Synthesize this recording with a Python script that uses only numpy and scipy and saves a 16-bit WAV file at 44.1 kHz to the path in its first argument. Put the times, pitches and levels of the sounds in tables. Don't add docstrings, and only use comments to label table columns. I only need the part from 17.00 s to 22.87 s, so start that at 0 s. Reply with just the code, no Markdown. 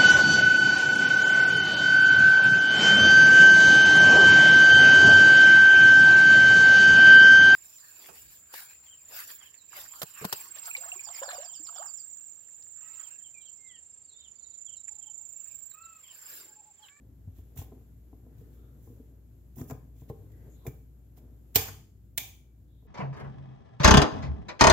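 import sys
import numpy as np
from scipy import signal
from scipy.fft import rfft, irfft, next_fast_len
from scipy.io import wavfile
from scipy.ndimage import uniform_filter1d, map_coordinates

SR = 44100
rng = np.random.default_rng(int(sys.argv[2]) if len(sys.argv) > 2 else 0)


def output_pcm(signal):
    pcm = np.clip(np.atleast_2d(signal).T, -1, 1) * 32767
    wavfile.write(sys.argv[1], SR, np.round(pcm).astype(np.int16))


def makeup_ratio(level_db):
    decades = np.asarray(level_db, float) / 20
    return 10 ** decades


N = 258867


def rms_one(x):
    return x / np.sqrt(np.mean(x ** 2) + 1e-20)


def at_hz(points, hz):
    points = np.array(points)
    return np.interp(np.log(hz + 1e-9), np.log(points[:, 0]), points[:, 1])


def level_curve(rows):
    s, level_db = np.transpose(rows)
    return np.interp(np.arange(N) / SR, s, level_db, left=-150, right=-150)


def drift(rate_hz):
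    steps = int(N / SR * rate_hz) + 3
    return map_coordinates(rng.standard_normal(steps), [np.arange(N) / SR * rate_hz], order=3)


def band(x, low_hz, high_hz):
    return signal.sosfilt(signal.butter(2, [low_hz, high_hz], "band", fs=SR, output="sos"), x)


def high_pass(x, hz):
    return signal.sosfilt(signal.butter(4, hz, "high", fs=SR, output="sos"), x)


def ring(clicks, hz, t60):
    decay, w = makeup_ratio(-60 / (t60 * SR)), 2 * np.pi * hz / SR
    return signal.lfilter([0, np.sin(w)], [1, -2 * decay * np.cos(w), decay ** 2], clicks + 1e-18)


def click(s):
    return np.arange(N) == int(s * SR)


def struck(modes, s):
    return sum(makeup_ratio(level_db) * ring(click(s), hz, t60) for hz, level_db, t60 in modes)


# f/Hz, share in common (0 to 1)
PORT_LIKENESS = [(60, .97), (130, .9), (290, .8), (640, .6), (1410, .06), (3100, 0)]


def stereo_noise(spectrum, size):
    padded = next_fast_len(size)
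    hz = np.fft.rfftfreq(padded, 1 / SR)
    alike = np.clip(at_hz(PORT_LIKENESS, hz), 0, 1)
    mid, side = rfft(rng.standard_normal((2, padded)))
    both = np.sqrt(1 + alike) * mid + np.sqrt(1 - alike) * side * [[1], [-1]]
    return rms_one(irfft(both * makeup_ratio(at_hz(spectrum, hz)), padded)[:, :size])


def plastic_contacts(contacts, colour, t60, chatter_s, lowest_hz):
    out, size = np.zeros((2, N)), SR // 25
    fade = np.exp(-np.arange(size) / SR / chatter_s)
    body, treble = 0, 0
    mode_hz = np.linspace(1100 ** .5, 16800 ** .5, 80) ** 2
    for hz in mode_hz * makeup_ratio(.06 * rng.standard_normal(80)):
        slips = rng.standard_normal((len(contacts), 2, size)) * fade
        mode = makeup_ratio(at_hz(colour, hz)) * ring(slips, hz, t60 * (4000 / hz) ** .25)
        if hz < 11000:
            body = body + mode
        else:
            treble = treble + mode
    body = high_pass(body, lowest_hz)
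    body, treble = (x / np.abs(x).max(axis=2, keepdims=True) for x in (body, treble))
    for (s, peak_db, left_db, right_db), low, high in zip(contacts, body, treble):
        start = int(s * SR)
        beamed = makeup_ratio([[left_db], [right_db]]) * high
        out[:, start:start + size] += makeup_ratio(peak_db) * (low + beamed)
    return out


SHADED_TREBLE_DB = -6.5


def bounced(contacts, count, gap_s, growth, fade_db_per_s, treble_db):
    last_s, last_db, _ = contacts[-1]
    later = np.cumsum(gap_s * growth ** np.arange(count))
    rows = list(contacts) + [(last_s + s, last_db - fade_db_per_s * s, treble_db) for s in later]
    return [(s, peak_db, min(SHADED_TREBLE_DB + (peak_db < -38) * 6, 0), right_db)
            for s, peak_db, right_db in rows]


# t/s, peak level/dB, treble level/dB
FIRST_LATCH_CONTACTS = [
    (4.5505, -39, 4),
    (4.552, -38, 6),
    (4.5535, -37, 5),
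    (4.5568, -16, -9),
    (4.5573, -16, 8),
    (4.5579, -16, 9),
    (4.559, -17, 2),
    (4.5602, -17, -2),
    (4.5613, -15, -4),
    (4.5628, -16, -2),
]
# f/Hz, level per mode/dB
FIRST_LATCH_COLOUR = [(1200, -30), (1600, -14), (2300, -7), (3200, -3), (4200, -3), (5500, 0), (7200, -6),
                      (9000, -6), (11000, -14), (12200, -15), (13200, -12), (14300, 0), (15000, -3),
                      (15700, -12), (16500, -30)]
# f/Hz, level/dB, t60/s
FIRST_LATCH_RING = [(2460, -46, .15), (4700, -48.5, .1), (12100, -45, 0.16), (14030, -44, .15),
                    (14600, -43.5, .15), (14840, -45.5, .12)]


def first_latch():
    contacts = bounced(FIRST_LATCH_CONTACTS, count=4, gap_s=.0016, growth=1.35, fade_db_per_s=650, treble_db=0)
    snap = plastic_contacts(contacts, FIRST_LATCH_COLOUR, t60=.008, chatter_s=.0004, lowest_hz=1200)
    return snap + struck(FIRST_LATCH_RING, 4.558) * makeup_ratio([[SHADED_TREBLE_DB], [0]])


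# t/s, peak level/dB, treble level/dB
SECOND_LATCH_CONTACTS = [
    (5.1768, -26, 6),
    (5.1773, -21, 3),
    (5.1785, -23, 1),
    (5.1796, -23, -9),
    (5.1807, -21, -3),
]
# f/Hz, level per mode/dB
SECOND_LATCH_COLOUR = [(1350, -42), (1650, -16), (2200, -3), (2750, -14), (3300, -4), (4000, -4),
                       (4900, -13), (5800, -7), (7300, -11), (9000, -4), (11000, -7), (13000, -1),
                       (14300, -9), (15200, -1), (16000, 3), (16800, -2)]


def second_latch():
    contacts = bounced(SECOND_LATCH_CONTACTS, count=3, gap_s=.001, growth=1.6, fade_db_per_s=1000, treble_db=-1)
    return plastic_contacts(contacts, SECOND_LATCH_COLOUR, t60=.01, chatter_s=.0003, lowest_hz=1550)


# f/Hz, level/dB, t60/s
ARM_MODE = (2310, -52, 0.63)
# t/s, level/dB, share of the ring time
ARM_HITS = [
    (5.178, 0, 1.0),
    (3.666, -4, .3),
]
# pitch ratio, level/dB, share of the ring time
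ARM_PARTNERS = [(1, -2, 1), (.97, 0, .25), (1.04, 0, .25), (1.017, -8, .8), (.985, -9, .6)]


def latch_arm():
    hz, level_db, t60 = ARM_MODE
    out = 0
    for s, hit_db, hit_share in ARM_HITS:
        for ratio, partner_db, partner_share in ARM_PARTNERS:
            tone = ring(click(s), hz * ratio, t60 * hit_share * partner_share)
            out = out + makeup_ratio(level_db + hit_db + partner_db) * tone
    return out


# t/s, peak level/dB, treble level/dB
SEATING_CONTACTS = [(2.584, -51, -15), (2.613, -45.5, -18), (2.698, -45, -3), (2.701, -51, -12),
                    (2.708, -42, -18), (2.714, -49, -18), (2.722, -57, -14), (2.731, -61, -15),
                    (2.749, -69, -15), (3.097, -56.5, -20), (3.6672, -52, -8), (3.669, -46.5, 7),
                    (3.681, -50, -16), (4.679, -43, 2), (4.684, -36.5, -10), (4.689, -41, -7),
                    (4.694, -48.5, -6)]
# f/Hz, level per mode/dB
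SEATING_MODE_LEVELS = [(1200, 11.5), (1700, 12.5), (2300, 5), (3300, -10), (5000, 1.5), (7000, 10.5),
                       (10000, -29), (13000, 10), (16500, -22)]


def seating():
    contacts = [(s, peak_db, treble_db, treble_db) for s, peak_db, treble_db in SEATING_CONTACTS]
    return plastic_contacts(contacts, SEATING_MODE_LEVELS, t60=.022, chatter_s=.003, lowest_hz=800)


# f/Hz, level/dB, t60/s
MODULE_MODES = [(1800, -62, 0.046), (2150, -51.5, 0.044), (2390, -53, 0.076), (2510, -63, .05),
                (3520, -57, .04), (7100, -54, .04)]


def module_ring():
    return struck(MODULE_MODES, 3.6665)


# f/Hz, level/dB, t60/s
PANEL_MODES = [(334, -6.5, 0.054), (429.4, -1, 0.095), (462, -8, 0.11), (503, -13, 0.07)]
TABLE_MODES = [(64.6, -8.5, 0.075), (93, 5.5, 0.11)]
BOX_MODES = [(123.4, 2, 0.11), (140, -2, 0.13), (185.4, -10, 0.055)]
LID_MODES = [(254.5, -8, 0.088), (253.7, 1.5, 0.11), (299, 1.5, 0.036)]
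BOARD_MODES = [(635.6, -8, 0.1), (661, -2, 0.07), (760, -0.5, 0.06), (900, -7, 0.03), (1030, -4.5, 0.055),
               (1190, -14, 0.025)]
TOUCH_KNOCKS = [(0.275, -61.5, 16.5, 10.5, -4), (0.385, -54.5, 5, 4.5, -8.5), (0.562, -54, 6.5, -3, -3),
                (0.586, -59, 17.5, 0.5, 6.5), (0.615, -48.5, -21, 0.5, -0.5), (0.719, -46.5, -28, 2, -7.5),
                (0.732, -53.5, -16, 3, -14), (0.749, -60, -14, 5.5, -10), (0.775, -59, -14, -2, -9),
                (0.81, -60.5, -17, 0.5, -10), (1.128, -52.5, -4, 2.5, -6.5), (1.264, -57, -7, 8, -8),
                (1.409, -48, -12, -19, -24), (1.468, -57, -20, -21, -26), (1.872, -51, -5.5, -2.5, -10.5),
                (1.9, -52.5, -11, 5, -20), (1.997, -48.5, -20, 4, -28)]
PUSH_KNOCKS = [(2.567, -53, 12, 11, -5), (2.582, -49, 6, 9.5, -6), (2.595, -52, 5, 11.5, 0),
               (2.609, -48, 16.5, 15, 0), (2.698, -50.5, -22, 11.5, 2), (2.708, -39, -22, -5, 1),
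               (2.719, -40.5, 9, -12, -13), (2.733, -59, -8, -1, 3), (2.75, -55, -7, 0, -5),
               (2.957, -68, 20.5, 12, -5), (3.018, -52.5, 9.5, 2.5, -8), (3.098, -36.5, 4, -13, -9),
               (3.106, -36.5, -17, -22, -15), (3.652, -44.5, -9, -9, -5), (3.663, -37, -28, 1, -13),
               (3.675, -38, 8.5, 1, -13.5), (4.174, -56.5, -2, 2, -3)]
RECOIL_KNOCKS = [(4.553, -44.5, -4.5, -8, 1), (4.557, -26.5, -5.5, -19.5, -2.5),
                 (4.565, -36.5, -17, -3, -7.5), (4.589, -40, -1.5, -16.5, -10), (4.617, -46, -1, -10, -3),
                 (4.654, -53.5, 3.5, -16, 4), (4.68, -48, -4, -4, 1.5), (4.699, -55, 7, -15, -13),
                 (5.176, -51.5, 0.5, -2, 6.5), (5.824, -62.5, 2.5, -2, -5), (5.851, -56.5, -3.5, -4, -14.5)]
TABLE_OVER_BOX = [11, -6, 4.5]


def knocks():
    out, time = np.zeros((2, N + SR)), np.arange(SR // 4) / SR
    parts = (PANEL_MODES, TABLE_MODES, BOX_MODES, LID_MODES, BOARD_MODES)
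    modes = np.array([(part, *mode) for part, table in enumerate(parts) for mode in table])
    part, hz, level_db, t60 = modes.T[:, :, None]
    part = part.astype(int)
    heavy = hz < 200
    for group, table_db in zip((TOUCH_KNOCKS, PUSH_KNOCKS, RECOIL_KNOCKS), TABLE_OVER_BOX):
        for s, panel_db, weight_db, lid_db, board_db in group:
            strength_luck, sign_luck, grip, delay_luck = rng.standard_normal((4, len(modes), 1))
            since = np.maximum(time - 0.002114 * np.abs(delay_luck) * (hz > 200), 0)
            reach_db = np.array([0, weight_db + table_db, weight_db, lid_db, board_db])[part]
            strength = makeup_ratio(panel_db + reach_db + level_db - 2.5 + strength_luck)
            strength = strength * np.where(heavy, -1, np.sign(sign_luck))
            swell = 1 - np.exp(-since * hz * 2.8)
            tone = np.sin(2 * np.pi * hz * (1 + .02 * grip) * since)
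            rings = strength * swell * makeup_ratio(-60 * since / t60) * tone
            uneven = (grip * hz / 3000 * rings).sum(axis=0)
            start = int(s * SR)
            out[:, start:start + len(time)] += rings.sum(axis=0) + uneven * [[1], [-1]]
    return out[:, :N]


# t/s, treble level/dB, rise to 20 dB/s, fall per 20 dB/s, dull level/dB
RUB_STROKES = [(0.394, -70, .06, .05, -3), (0.563, -60, .007, .04, -8), (0.578, -50, .008, .07, -4),
               (0.602, -58, .025, .03, -2), (0.64, -72, .03, .08, -8), (1.415, -76, .08, .02, -1),
               (1.542, -76, .05, .2, -5), (1.852, -70, .05, .2, -12), (2.562, -59, .007, .14, -11),
               (2.6, -56.5, .03, .07, -7), (2.7, -56, .025, .075, -9), (3.01, -69.5, .07, .1, -4),
               (3.097, -63, .012, .025, -2), (3.322, -73, .008, .02, 0), (3.655, -65, .012, .03, -8),
               (3.668, -49, .004, .02, -7), (3.69, -64, .02, .14, -7), (4.178, -64.5, .016, .04, -3),
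               (4.5525, -42, .008, .007, -3)]
# f/Hz, width/Hz, level/dB
RUB_SONG = [(3456, 470, -14), (5030, 400, -10), (5870, 500, -5.5), (6800, 370, -9.5), (10150, 390, -4.5),
            (11800, 350, 0.5), (13600, 400, 4.5), (14700, 400, -6)]


def rubs():
    grains = rng.standard_normal((2, N)) * makeup_ratio(3.0 * rng.exponential(1, (2, N)))
    s, peak_db, rise_s, fall_s, dull_db = np.transpose(RUB_STROKES)[:, :, None]
    since = np.arange(N) / SR - s
    strokes = makeup_ratio(peak_db - 20 * np.where(since < 0, (since / rise_s) ** 2, since / fall_s))
    bright = strokes.sum(axis=0)
    dull = (makeup_ratio(dull_db) * strokes).sum(axis=0)
    clump_db, song = 3.5, []
    for hz, width_hz, level_db in RUB_SONG:
        voice = rms_one(band(grains, hz - width_hz / 2, hz + width_hz / 2))
        song.append(makeup_ratio(level_db + clump_db * drift(45)) * voice)
    edge_song = makeup_ratio(-10) * bright * rms_one(sum(song[2:]))
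    body_song = makeup_ratio(-13) * dull * rms_one(sum(song[:2]))
    top = makeup_ratio(-1.5 + 1.5 * drift(120)) * bright * rms_one(band(grains, 9300, 15500))
    middle = makeup_ratio(-8 + 1.6 * drift(120)) * bright * rms_one(band(grains, 5200, 7700))
    body = makeup_ratio(-1.5 + clump_db / 2 * drift(120)) * dull * rms_one(band(grains, 1400, 6300))
    return edge_song + body_song + top + middle + body


# t/s, length/s, f/Hz, width/Hz, level/dB
FINGER_SLIDES = [
    (1.32, 0.2, 970, 300, -82.5),
    (1.54, 0.24, 1300, 270, -78.5),
    (1.29, 0.24, 1680, 460, -82.5),
    (1.55, 0.18, 3540, 580, -85),
    (3.6, 0.12, 1000, 200, -73),
    (3.3, 0.22, 1650, 200, -79),
    (3.27, 0.28, 1900, 220, -79),
    (3.492, 0.082, 6840, 790, -73.5),
    (3.52, 0.19, 3730, 570, -80),
    (5.67, 0.2, 3570, 550, -83),
]
# t/s, level/dB
HAND_BUSTLE = [(0.0, -1.5), (0.3, -2), (0.6, 1), (1.05, -1.5), (1.35, 1.5), (1.7, 1), (1.96, 1.5),
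               (2.2, -1), (2.53, -1.5), (2.63, 4), (2.94, -2.5), (3.12, 2.5), (3.3, 2), (3.48, 2),
               (3.9, -2.5), (4.12, -1.5), (4.25, 2), (4.45, -1), (4.64, 0), (4.95, -5), (5.87, -5)]


def slides():
    white, time, out = rng.standard_normal((2, N)), np.arange(N) / SR, 0
    for s, length_s, hz, width_hz, level_db in FINGER_SLIDES:
        swell = np.sqrt(np.sin(np.pi * np.clip((time - s) / length_s, 0, 1)) + 1e-12)
        out = out + makeup_ratio(level_db) * swell * rms_one(band(white, hz - width_hz / 2, hz + width_hz / 2))
    stir = (white[0] + 0.26 * white) * makeup_ratio(5.1 * level_curve(HAND_BUSTLE) + 3.1 * drift(15))
    rustle = sum(makeup_ratio(level_db) * ring(stir, hz, t60 / 2) for hz, level_db, t60 in PANEL_MODES)
    return out + makeup_ratio(-72.5) * rms_one(rustle)


def even_click(s, colour, level_db):
    padded = next_fast_len(N)
    hz = np.fft.rfftfreq(padded, 1 / SR)
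    return irfft(makeup_ratio(at_hz(colour, hz) + level_db) * np.exp(-2j * np.pi * hz * s), padded)[:N]


# f/Hz, level/dB
FIRST_SNAP_ECHO = [(300, -23.5), (800, -5), (1300, -8.5), (2000, -3.5), (3000, -1), (4200, -6), (6000, 0.5),
                   (8000, -3), (10000, -7), (11000, -1.5), (12000, -0.5), (13000, -10), (14400, -5),
                   (15300, -11), (16500, -15)]
SECOND_SNAP_ECHO = [(300, -11), (750, -9), (1250, -19), (1900, -6), (2300, 1.5), (2800, -2), (3300, 1),
                    (3700, 3), (4300, -7), (5000, -6.5), (6000, 3), (9000, -5.5), (10800, 0), (12000, -1.5),
                    (14500, -9.5), (15600, -3), (16500, -8)]


def snaps_to_walls():
    return even_click(4.56, FIRST_SNAP_ECHO, 9.33) + even_click(5.179, SECOND_SNAP_ECHO, -0.74)


# f/Hz, t60/s
ROOM_DECAY = [(100, 0.9), (400, 0.48), (1500, 0.39), (5000, 0.44), (9000, 0.42), (15000, 0.35)]
# f/Hz, level/dB
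ROOM_LEVELS = [(100, -13), (400, -8), (1200, -5.5), (2500, -7), (6000, -11), (10000, -11.5), (15000, -9.5)]


def room(x):
    size, echoes = SR * 3 // 4, 0
    time, white = np.arange(size) / SR, stereo_noise([(20, 0), (20000, 0)], size)
    edges = 60 * 2 ** np.arange(0, 8.3, .5)
    for low, high in zip(edges, edges[1:]):
        hz = np.sqrt(low * high)
        decay_db = at_hz(ROOM_LEVELS, hz) - 60 * time / at_hz(ROOM_DECAY, hz)
        echoes = echoes + band(white, low, high) * makeup_ratio(decay_db)
    echoes = echoes * np.clip((time - .004) / .008, 0, 1) * makeup_ratio(-17)
    return signal.fftconvolve(x, echoes, axes=1)[:, :N]


# f/Hz, level per Hz/dB
LOW_RUMBLE_SPECTRUM = [(30, -41), (48, -16.5), (65, -3.5), (110, 5.5), (170, -7), (220, -17.5),
                       (300, -48.5)]
UPPER_RUMBLE_SPECTRUM = [(130, -33.5), (190, -1.5), (260, 2.5), (350, -4), (450, -11.5), (600, -16),
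                         (800, -21.5), (1100, -28), (1600, -28), (2500, -44), (5000, -58)]
HISS_SPECTRUM = [(300, -9), (1000, -10.5), (2000, -6.5), (3500, -9), (5000, -13), (7000, -7.5), (9000, -16),
                 (9600, -13), (11000, -5), (12000, 0.5), (13300, -4.5), (14100, -6.5), (14600, -17),
                 (15200, -21.5), (16500, -24.5)]
# t/s, level/dB
BACKGROUND_LEVEL = [(0.0, -1.5), (0.46, 3), (1.96, 2.5), (2.3, 0.5), (3.0, 3), (3.35, 3), (3.6, 5.5),
                    (4.02, -2), (4.6, 2.5), (4.89, -4.5), (5.5, -5.5), (5.87, -2.5)]


def room_tone():
    bustle_db, background_db = level_curve(HAND_BUSTLE), level_curve(BACKGROUND_LEVEL)
    turn = 2 * np.pi * np.cumsum(59 * (1 + 0.0031 * drift(3.4))) / SR
    hum = makeup_ratio(-53 + 0.35 * background_db + 1.0 * drift(7.0) + 1.5) * np.sin(turn)
    rumble = makeup_ratio(-58 + 0.55 * bustle_db + 1.6 * drift(7.7) + 1.0) * stereo_noise(LOW_RUMBLE_SPECTRUM, N)
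    upper = makeup_ratio(-63 + bustle_db + 0.76 * drift(12) - 1.5) * stereo_noise(UPPER_RUMBLE_SPECTRUM, N)
    hiss = makeup_ratio(-79.5 + 0.96 * background_db + 0.89 * drift(7.7)) * stereo_noise(HISS_SPECTRUM, N)
    return rumble + upper + hiss + hum


def peaking(x, peaks):
    for hz, width_hz, gain_db in peaks:
        w, a = 2 * np.pi * hz / SR, makeup_ratio(gain_db / 2)
        q = np.sin(w) * width_hz / hz / 2
        top = [1 + q * a, -2 * np.cos(w), 1 - q * a]
        bottom = [1 + q / a, -2 * np.cos(w), 1 - q / a]
        x = signal.lfilter(top, bottom, x)
    return x


# f/Hz, width/Hz, level/dB
LEFT_BOARD_SHADE = [(8600, 1500, -5), (12100, 6000, -7)]
RIGHT_BOARD_LIFT = [(15550, 1000, 5)]


def scene():
    snaps = first_latch() + second_latch()
    arm = latch_arm()
    near = knocks() + rubs() + seating()
    wet = room(makeup_ratio(-7.5) * band(near, 77, 8000) + snaps_to_walls() + makeup_ratio(-11.0) * arm)
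    near = near + module_ring()
    left = peaking(near[0] + wet[0], LEFT_BOARD_SHADE)
    right = peaking(near[1], RIGHT_BOARD_LIFT) + wet[1]
    return np.array([left, right]) + snaps + makeup_ratio(-6.5) * arm + room_tone() + slides()


def band_limit(x):
    return signal.sosfilt(signal.butter(12, 17140, fs=SR, output="sos"), x)


# f/Hz, width/Hz, level/dB
LEFT_PORT_PEAKS = [(7320, 690, 9)]
RIGHT_PORT_PEAKS = [(12000, 1000, 7), (14600, 2900, 13)]


def record(dry):
    x = np.array([makeup_ratio(1.9) * peaking(dry[0], LEFT_PORT_PEAKS), peaking(dry[1], RIGHT_PORT_PEAKS)])
    x = high_pass(x, 46)
    x = 1.5 * np.tanh(x / 1.5)
    x = signal.sosfilt(signal.cheby2(8, 40, 17300, fs=SR, output="sos"), x)
    padded = next_fast_len(N)
    over = np.clip((np.fft.rfftfreq(padded, 1 / SR) - 15780) / 150, 0, 1)
    low = irfft(rfft(x, padded) * makeup_ratio(-25 * over), padded)[:, :N]
    very_top = x - low
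    loud = uniform_filter1d(np.abs(very_top).max(axis=0), size=256)
    mix = low + very_top * np.clip(loud / makeup_ratio(-36) - 1, 0, 1)
    return band_limit(mix)


dry = scene()
out = record(dry)
output_pcm(out)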